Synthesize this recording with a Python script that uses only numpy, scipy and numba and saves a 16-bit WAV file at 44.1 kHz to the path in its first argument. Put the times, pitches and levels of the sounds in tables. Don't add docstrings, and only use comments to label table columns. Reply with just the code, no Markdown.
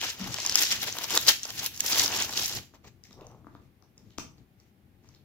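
import sys
import numpy as np
from scipy import signal
from scipy.fft import rfft, irfft, next_fast_len
from scipy.io import wavfile
from scipy.ndimage import uniform_filter1d
from numba import njit

SR = 44100
rng = np.random.default_rng(int(sys.argv[2]) if len(sys.argv) > 2 else 0)


def gain_from_db(level_db):
    decades = np.asarray(level_db, float) / 20
    return 10 ** decades


def materialize(psi):
    bounded = np.clip(np.atleast_2d(psi).T, -1, 1)
    quanta = np.round(bounded * 32767).astype(np.int16)
    wavfile.write(sys.argv[1], SR, quanta)


N = 231390
T = np.arange(N) / SR

# time in seconds, level in dB.
RUMBLE_LEVEL = [(0.0, -55.5), (1.0, -58.5), (2.0, -54.5), (2.8, -59), (3.7, -67), (4.6, -62.5),
                (5.25, -56.5)]
# peak time in seconds, level in dB, rise in seconds, fall in seconds.
BODY_SHIFTS = [(0.24, -40.5, 0.032, 0.17), (0.51, -49, .05, 0.09), (0.86, -50, 0.33, 0.22),
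               (1.29, -49, 0.38, 0.11), (1.58, -52, 0.14, 0.18), (1.86, -51.5, 0.11, 0.025),
               (2.02, -44, .1, 0.057), (2.12, -49, 0.11, 0.39), (2.37, -48, 0.052, 0.21),
               (2.561, -42.5, .06, 0.075), (2.859, -56.5, .05, 0.087), (3.22, -54.5, 0.12, 0.17),
               (3.5, -53.5, 0.48, 0.38), (4.1, -53.5, .4, 0.11), (4.19, -49, 0.037, 0.225),
               (4.43, -56.5, 0.23, 0.053)]
# frequency in Hz, relative strength in dB per Hz.
RUMBLE_TONE = [(15, -44), (25, -14.5), (86, -1.5), (127, 0), (161, -7), (194, -4), (352, -10.5), (403, -15),
               (600, -29.5), (780, -69.5), (1320, -120)]
# frequency in Hz, left minus right in dB.
RUMBLE_PAN = [(60, 7), (110, 10), (200, 4.5), (380, 3.5), (700, 4), (1290, 2), (2380, -3.5), (4400, 4.5),
              (8120, 2), (15000, 1.0)]
# frequency in Hz, gain in dB.
BASS_LOSS = [(15, -25), (45, -2)]
# frequency in Hz, relative strength in dB per Hz.
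HISS_TONE = [(240, -29.5), (400, -5.5), (678, -7.5), (804, -4), (896, -12), (1430, -12.5), (2310, -13),
             (8240, -27.5), (15100, -19), (16300, -35.5)]
# start in seconds, frequency in Hz, level in dB, rise in seconds, time to fall 60 dB in seconds.
SEAT_THUD = [(0.199, 189.7, -26, .01, 0.2), (0.203, 233, -30.5, 0.0087, 0.17), (.27, 99.4, -33, 0.085, .4)]
# peak time in seconds, dull rub in dB, bright rub in dB, rise in seconds, fall in seconds.
HAND_SLIDES = [(2.75, -59.5, -61.5, 0.016, 0.029), (2.852, -55.5, -60, .02, .03),
               (2.877, -58, -56.5, .025, 0.025), (3.048, -75, -65, 0.016, 0.16),
               (3.115, -71, -73, 0.022, 0.15), (3.218, -52, -70, 0.092, .17),
               (3.309, -57.5, -79, 0.088, 0.16), (3.55, -68, -79, 0.16, 0.19),
               (3.834, -70, -99, 0.044, .07), (3.98, -73.5, -74, 0.026, 0.28),
               (4.11, -82, -79, 0.059, 0.11), (4.385, -71, -77, .02, 0.075), (4.6, -75, -74, 0.035, 0.13),
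               (5.045, -72.5, -75, .03, 0.18), (5.14, -78, -75, .1, .1)]
# frequency in Hz, gain in dB.
DULL_TONE = [(250, 2), (450, 3.5), (1200, -2.5), (1800, -25), (3200, -45)]
# frequency in Hz, relative strength in dB per Hz.
BRIGHT_TONE = [(880, -28), (1500, -9), (2020, -1.5), (2840, -7), (6510, -5.5), (7710, -10), (8610, -35),
               (15100, -12), (16300, -33.5)]
# start in seconds, body level in dB, tick level in dB, tick pitch in Hz, left minus right in dB.
BOX_TAPS = [(2.737, -43, -72, 1483, 3.5), (2.843, -47, -66, 2520, -7), (3.038, -73, -49.5, 5480, 8.5),
            (3.109, -45, -57, 3270, 1), (3.129, -62, -52.5, 5000, 8.5), (3.21, -53, -52.5, 3010, -3),
            (3.268, -56, -52, 6040, -0.5), (3.315, -55, -60, 7590, -1), (3.444, -44, -84, 2535, 3.5),
            (3.4678, -34.5, -71, 2850, 7.5), (3.55, -35.5, -63, 4260, 2), (3.824, -55, -67, 4950, 19),
            (3.979, -60.5, -53, 6580, 2), (4.106, -63.5, -58.5, 3620, 0), (4.1785, -47, -53, 3470, 8),
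            (4.1822, -60, -40.5, 5300, 4), (4.183, -25, -38, 2600, 11), (4.1838, -60, -43.5, 7300, 5),
            (4.1845, -58, -43.5, 3870, 3), (4.382, -58, -64, 4210, 4), (4.6, -76, -59, 4880, -2),
            (5.044, -55, -79, 2100, 12.5), (5.089, -53, -54, 6500, -0.5), (5.148, -65, -55, 4710, -0.5)]
# frequency in Hz, relative level in dB, time to fall 60 dB in seconds.
BOX_RINGS = [(300, 3, 0.024), (485, -12, 0.02), (667, -11.5, 0.027), (2260, -27, 0.014), (930, -3.5, 0.009),
             (1168, -3.5, 0.013)]
# start in seconds, peak in dB, ring pitch in Hz, low pop against the peak in dB,
# left minus right in dB.
CREASE_SNAPS = [(0.0136, -20, 3300, -28, 3.5), (0.242, -31, 5840, -3.5, 3.5), (0.3423, -22, 5070, -11.5, 9),
                (0.385, -21.5, 2900, -4.5, 1), (0.4496, -23, 5440, -6.5, 2.5),
                (0.463, -14.5, 5830, -39, -2.5), (0.473, -20, 5400, -33, 2),
                (0.4954, -15.5, 5150, -25.5, 1), (0.5138, -21, 4120, -19, 1),
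                (0.5235, -16.5, 5170, -18, 0.5), (0.545, -21.5, 5580, -25, -0.5),
                (0.5554, -4, 5800, -24, 3), (0.574, -16, 5000, -27, 3.5), (0.7178, -19, 4870, -15, 4.5),
                (0.723, -13, 5260, -41.5, -1), (0.83, -18.5, 3220, -28.5, 10.5),
                (0.8737, -22.5, 3650, -20.5, 7), (0.8986, -28, 3820, -22.5, 4),
                (0.9254, -24, 6440, -17, -0.5), (0.9683, -29, 2800, -1.5, 3),
                (0.9853, -20, 3240, -12.5, 2.5), (1.042, -22, 6100, -7.5, 4.5),
                (1.1053, -20, 2710, -11, 0.5), (1.1618, -15, 4560, -11, 1.5), (1.1746, -3, 4100, -24, -1),
                (1.213, -28, 5370, -26, -1.5), (1.2275, -24.5, 6100, -13.5, 0.5),
                (1.267, -21, 4870, -19, 2.5), (1.282, -8, 3820, -14.5, 5.5),
                (1.2898, -7.5, 3870, -29.5, -2), (1.395, -33.5, 4830, -29, 4),
                (1.4322, -21, 5840, -52, 0.5), (1.4533, -24, 5640, -6.5, -2), (1.5042, -25, 3330, -29, 1),
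                (1.5953, -31.5, 3350, -4.5, 8.5), (1.6432, -21.5, 6900, -36, -5),
                (1.6616, -16, 4540, -23, -4), (1.745, -39.5, 6040, -25, -4.5), (1.763, -33.5, 5580, -31, 4),
                (1.776, -28, 6160, -24, -5.5), (1.8053, -10.5, 6600, -37.5, -3.5),
                (1.8525, -24, 5900, -34, 1), (1.9168, -21, 4500, -19.5, -0.5), (2.0378, -21, 5260, -16, 2),
                (2.06, -19.5, 5340, -15.5, -9), (2.0792, -20.5, 4900, -20, 13.5),
                (2.1191, -23.5, 5500, -8.5, 3.5), (2.174, -27, 5370, -30, 1.5),
                (2.1874, -20.5, 5260, -27.5, -1), (2.223, -14.5, 6130, -45, -0.5),
                (2.2932, -29, 5740, -3, -2), (2.326, -24.5, 3300, -11.5, 5), (2.395, -20.5, 3650, -20, 8.5),
                (2.4243, -24.5, 4440, -32, 1), (2.4586, -18.5, 6600, -29.5, 0.5),
                (2.5249, -29.5, 3910, -19, 14.5)]
# peak time in seconds, crackle in dB, rise in seconds, fall in seconds,
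# flapping of the large folds against the crackle in dB.
FOIL_PULLS = [(0.035, -31.5, .04, 0.13, -9.5), (0.21, -42.5, .05, 0.35, -1), (0.33, -41, .05, 0.24, -10),
              (0.4, -38.5, .1, 0.14, -13), (0.47, -35.5, .05, 0.23, -11.5), (0.557, -28, .012, 0.16, -13),
              (0.632, -27, .12, 0.022, -9.5), (0.66, -37, .03, 0.15, -11.5),
              (0.717, -27.5, .035, 0.083, -10.5), (0.833, -30, .04, 0.027, -6.5),
              (0.879, -34.5, .04, 0.052, -6), (0.96, -44, .1, 0.26, -4.5), (1.044, -36, .12, 0.027, -8),
              (1.108, -31.5, .05, 0.075, -12), (1.14, -29.5, .04, 0.054, -1.5),
              (1.175, -30, .06, 0.011, -2.5), (1.23, -37, .12, 0.094, -9.5),
              (1.29, -16.5, .025, 0.032, -10), (1.33, -35.5, .03, 0.064, -14.5),
              (1.445, -42, .04, 0.13, -27), (1.506, -39, .08, 0.017, -5), (1.59, -40.5, .12, 0.036, -16.5),
              (1.665, -34.5, .12, 0.019, -5.5), (1.76, -49.5, .12, .08, -10),
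              (1.804, -33.5, .015, 0.022, -15), (1.86, -31, .05, 0.068, -7), (1.93, -28.5, .1, 0.14, -13),
              (2.0, -26.5, .12, 0.12, -5), (2.137, -30, .07, .06, -6.5), (2.21, -28.5, .1, 0.094, -8),
              (2.3, -46.5, .08, 0.073, 0.5), (2.378, -29.5, .07, .08, -6), (2.43, -32, .05, 0.15, -15),
              (2.52, -44, .04, 0.052, -7.5), (2.574, -37.5, .09, 0.033, -6.5), (2.6, -53, .02, 0.071, -5)]
# time in seconds, middle creases in dB, finest sizzle in dB, left minus right in dB.
FOIL_GRIP = [(0.0, -3, -19.5, 1.5), (0.15, -1.5, -8, 2), (0.46, -4.5, -19.5, 2.5), (0.63, -4.5, -3.5, 2),
             (0.72, -3.5, -15.5, 1), (0.9, -3.5, -5, 2), (1.18, -6.5, -8.5, 3), (1.3, -3, -10.5, 2.5),
             (1.5, -7.5, -11.5, 1.5), (1.67, -0.5, -2.5, 2), (1.8, -8, -5, 0.5), (2.0, -4.5, -8, 1),
             (2.2, -5, -10, 1), (2.42, -8, -9, 1), (2.7, -2, -10, -3)]
# frequency in Hz, relative strength in dB per Hz.
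CREASE_TONE = [(820, -40), (1400, -14.5), (1940, -11), (2540, -9), (2930, -5.5), (3640, -6.5), (5600, -2.5),
               (7470, -8), (8540, -21.5), (11200, -7.5), (13600, -7), (15700, -8.5), (16300, -35.5)]
# frequency in Hz, relative strength in dB per Hz.
FOLD_TONE = [(120, -35), (200, -4.5), (333, -1), (529, -2.5), (816, 1.5), (1020, 0.5), (2000, -3),
             (2600, -35.5), (4400, -120)]
# frequency in Hz, gain in dB.
SHARP_TONE = [(100, -12.5), (6500, 7.0), (8500, -3), (11000, -6.5), (15000, -5.5), (17000, -27.0)]


def level(x, db):
    return x * gain_from_db(db) / np.sqrt(np.mean(x ** 2))


def colour(x, points):
    hz, db = np.transpose(points)
    size = next_fast_len(N)
    f = np.arange(size // 2 + 1) * SR / size + 1
    gain = gain_from_db(np.interp(np.log(f), np.log(hz), db))
    return irfft(rfft(x, size) * gain, size)[..., :N]


def walk(rate):
    hold = int(SR / rate)
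    steps = np.repeat(rng.standard_normal(N // hold + 1), hold)
    return uniform_filter1d(steps, hold // 2)[:N]


def pair(alike):
    mid, side = rng.standard_normal((2, N))
    alike = np.clip(alike, 0, 1)
    shared = np.sqrt(1 + alike) * mid
    opposed = np.sqrt(1 - alike) * side * np.array([[1], [-1]])
    return (shared + opposed) / np.sqrt(2)


def sides(pan_db):
    return gain_from_db(np.array([pan_db, -pan_db]) / 2)


def curve(rows):
    s, *columns = np.transpose(rows)
    return [np.interp(T, s, c) for c in columns]


def swells(s, db, rise, fall):
    drop_db = 19.5
    bend = 1.46
    power = np.zeros(N)
    for peak, top_db, up, down in zip(s, db, rise, fall):
        near = slice(max(int((peak - 3 * up) * SR), 0), int((peak + 3 * down) * SR))
        away = np.abs(T[near] - peak) / np.where(T[near] < peak, up, down)
        power[near] += gain_from_db(top_db - drop_db * away ** bend) ** 2
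    return np.sqrt(power)


@njit
def rings(s, hz, t60, left, right, lag, n, sr):
    out = np.zeros((2, n))
    for g in range(len(s)):
        turn = np.exp(2j * np.pi * hz[g] / sr - np.log(1000) / (t60[g] * sr))
        i, z = int(s[g] * sr), 1 + 0j
        j = i + int(lag[g])
        for k in range(int(t60[g] * sr)):
            if min(i, j) + k >= 0 and max(i, j) + k < n:
                out[0, j + k] += left[g] * z.imag
                out[1, i + k] += right[g] * z.imag
            z *= turn
    return out


def crackle(count, lo_hz, hi_hz, cycles, spread_db, clump_db, lag=-5, lag_spread=3.5):
    place, pitch, sign = rng.random((count, 3)).T
    strength, shift = rng.standard_normal((count, 2)).T
    s = place * N / SR
    hz = lo_hz * (hi_hz / lo_hz) ** pitch
    size = hz * gain_from_db(spread_db * np.clip(strength, -3, 2.6)) * np.sign(sign - .5)
    clumps = gain_from_db(clump_db * (walk(35) + walk(180)))[(s * SR).astype(int)]
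    return rings(s, hz, cycles / hz, size * clumps, size * clumps, lag + lag_spread * shift, N, SR)


def burst(s, peak_db, hz, pan_db, t60, width, stray_db):
    t = np.arange(2048) / SR
    f = np.arange(1025) * SR / 2048 + 1
    spray = rng.standard_normal((len(s), len(t) + 1))
    ring = np.exp(-(np.log(f / hz[:, None]) / width) ** 2)
    crack = gain_from_db(stray_db) * f / (f + hz[:, None])
    x = irfft(rfft(spray[:, 1:]) * (ring + crack))
    x = x * gain_from_db(-60 * t / t60) * np.minimum(t / 0.00044, 1)
    x = x * gain_from_db(peak_db[:, None]) / np.abs(x).max(axis=1)[:, None]
    lag = np.clip(-3.2 + .8 * spray[:, 0], -12, 12).astype(int)
    out = np.zeros((2, N + len(t)))
    for row, i, shift, (left, right) in zip(x, (s * SR).astype(int), lag, sides(pan_db).T):
        out[0, i + shift:i + shift + len(t)] += left * row
        out[1, i:i + len(t)] += right * row
    return out[:, :N]


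def background():
    strength = np.hypot(gain_from_db(curve(RUMBLE_LEVEL)[0]), swells(*np.transpose(BODY_SHIFTS)))
    left, right = level(colour(pair(.93), RUMBLE_TONE), 0.092) * strength * gain_from_db(1.3 * walk(11))
    hz, pan_db = np.transpose(RUMBLE_PAN)
    left = colour(left, np.c_[hz, pan_db / 2])
    right = colour(right, np.c_[hz, -pan_db / 2])
    rumble = colour(np.array([left, right]), BASS_LOSS)
    hiss = level(colour(pair(0.079), HISS_TONE), -71.5)
    return rumble + hiss


def thud():
    out = 0
    for s, hz, db, rise, t60 in SEAT_THUD:
        t = np.maximum(T - s, 0)
        envelope = gain_from_db(db - 60 * t / t60) * (1 - np.exp(-t / rise))
        out = out + envelope * np.sin(2 * np.pi * hz * t)
    return out * sides(3)[:, None]


def rubbing():
    s, dull_db, bright_db, rise, fall = np.transpose(HAND_SLIDES)
    dull = level(colour(crackle(15000, 350, 2900, 7.2, 4.9, 0.33), DULL_TONE), 0.17)
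    bright = level(colour(crackle(40000, 1500, 25000, 9.9, 3.1, 2.0), BRIGHT_TONE), 3.6)
    rubs = swells(s, dull_db, rise, fall) * dull + swells(s, bright_db, rise, fall) * bright
    return sides(2.3)[:, None] * rubs


def taps():
    contact_s = 0.00036
    s, body_db, tick_db, tick_hz, pan_db = np.transpose(BOX_TAPS)
    body = 0
    for hz, db, ring_s in BOX_RINGS:
        left, right = sides(pan_db) * gain_from_db(body_db + db)
        body = body + rings(s + 0.00188, 0 * s + hz, 0 * s + ring_s, left, right, 0 * s - 4, N, SR)
    ticks = burst(s, tick_db + 9, tick_hz, pan_db, t60=.006, width=0.25, stray_db=-9.5)
    return ticks + uniform_filter1d(body, max(int(contact_s * SR), 1))


def snaps():
    s, peak_db, hz, low_db, pan_db = np.transpose(CREASE_SNAPS)
    bright = burst(s, peak_db + 2.5, hz, pan_db, t60=0.0086, width=0.17, stray_db=-3.0)
    pop_db = peak_db + low_db + 0.5
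    pop = burst(s, pop_db, 0 * s + 850, pan_db, t60=0.025, width=0.76, stray_db=-25.5)
    return bright + pop


def foil():
    s, crackle_db, rise, fall, flap_db = np.transpose(FOIL_PULLS)
    middle_db, sizzle_db, pan_db = curve(FOIL_GRIP)
    middle = level(colour(crackle(22000, 1300, 3600, 8.4, 4.3, 1.2), CREASE_TONE), .5)
    small = level(colour(crackle(30000, 3600, 9000, 11.0, 4.2, 2.7), CREASE_TONE), 0.41)
    sizzle = level(colour(crackle(40000, 8500, 18000, 12.0, 4.5, 3.6), CREASE_TONE), 2.1)
    folds = level(colour(crackle(15000, 200, 1800, 7., 2.8, 2.3), FOLD_TONE), -2.6)
    creases = gain_from_db(middle_db) * middle + small + gain_from_db(sizzle_db) * sizzle
    crackling = swells(s, crackle_db, rise, fall) * creases
    flapping = swells(s, crackle_db + flap_db, rise, fall) * folds
    return sides(pan_db) * (crackling + flapping)


def room(x):
    bass_t60_s, treble_t60_s = 0.43, 0.29
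    t = np.arange(int(.5 * SR)) / SR
    bass = uniform_filter1d(pair(0.3)[:, :len(t)], size=21)
    noise = pair(0)[:, :len(t)]
    treble = noise - uniform_filter1d(noise, size=21)
    tail = bass * gain_from_db(-60 * t / bass_t60_s) + 2.7 * treble * gain_from_db(-60 * t / treble_t60_s)
    tail = tail * np.clip(t / 0.012, 0, 1) ** 2
    tail = tail / np.sqrt(np.sum(tail ** 2) / 2)
    return gain_from_db(-8.5) * signal.fftconvolve(x.mean(axis=0)[None], tail, axes=1)[:, :N]


def scene():
    foil_hits = colour(snaps(), SHARP_TONE)
    box_hits = colour(taps(), SHARP_TONE)
    near = foil() + rubbing() + foil_hits + box_hits
    echoes = room(near + gain_from_db(8.5) * box_hits)
    return near + echoes + thud() + background()


def top_cut(x):
    return signal.sosfilt(signal.butter(12, 16460, fs=SR, output="sos"), x)


def record(dry):
    return top_cut(np.clip(dry, -1, 1))


dry = scene()
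out = record(dry)
materialize(out)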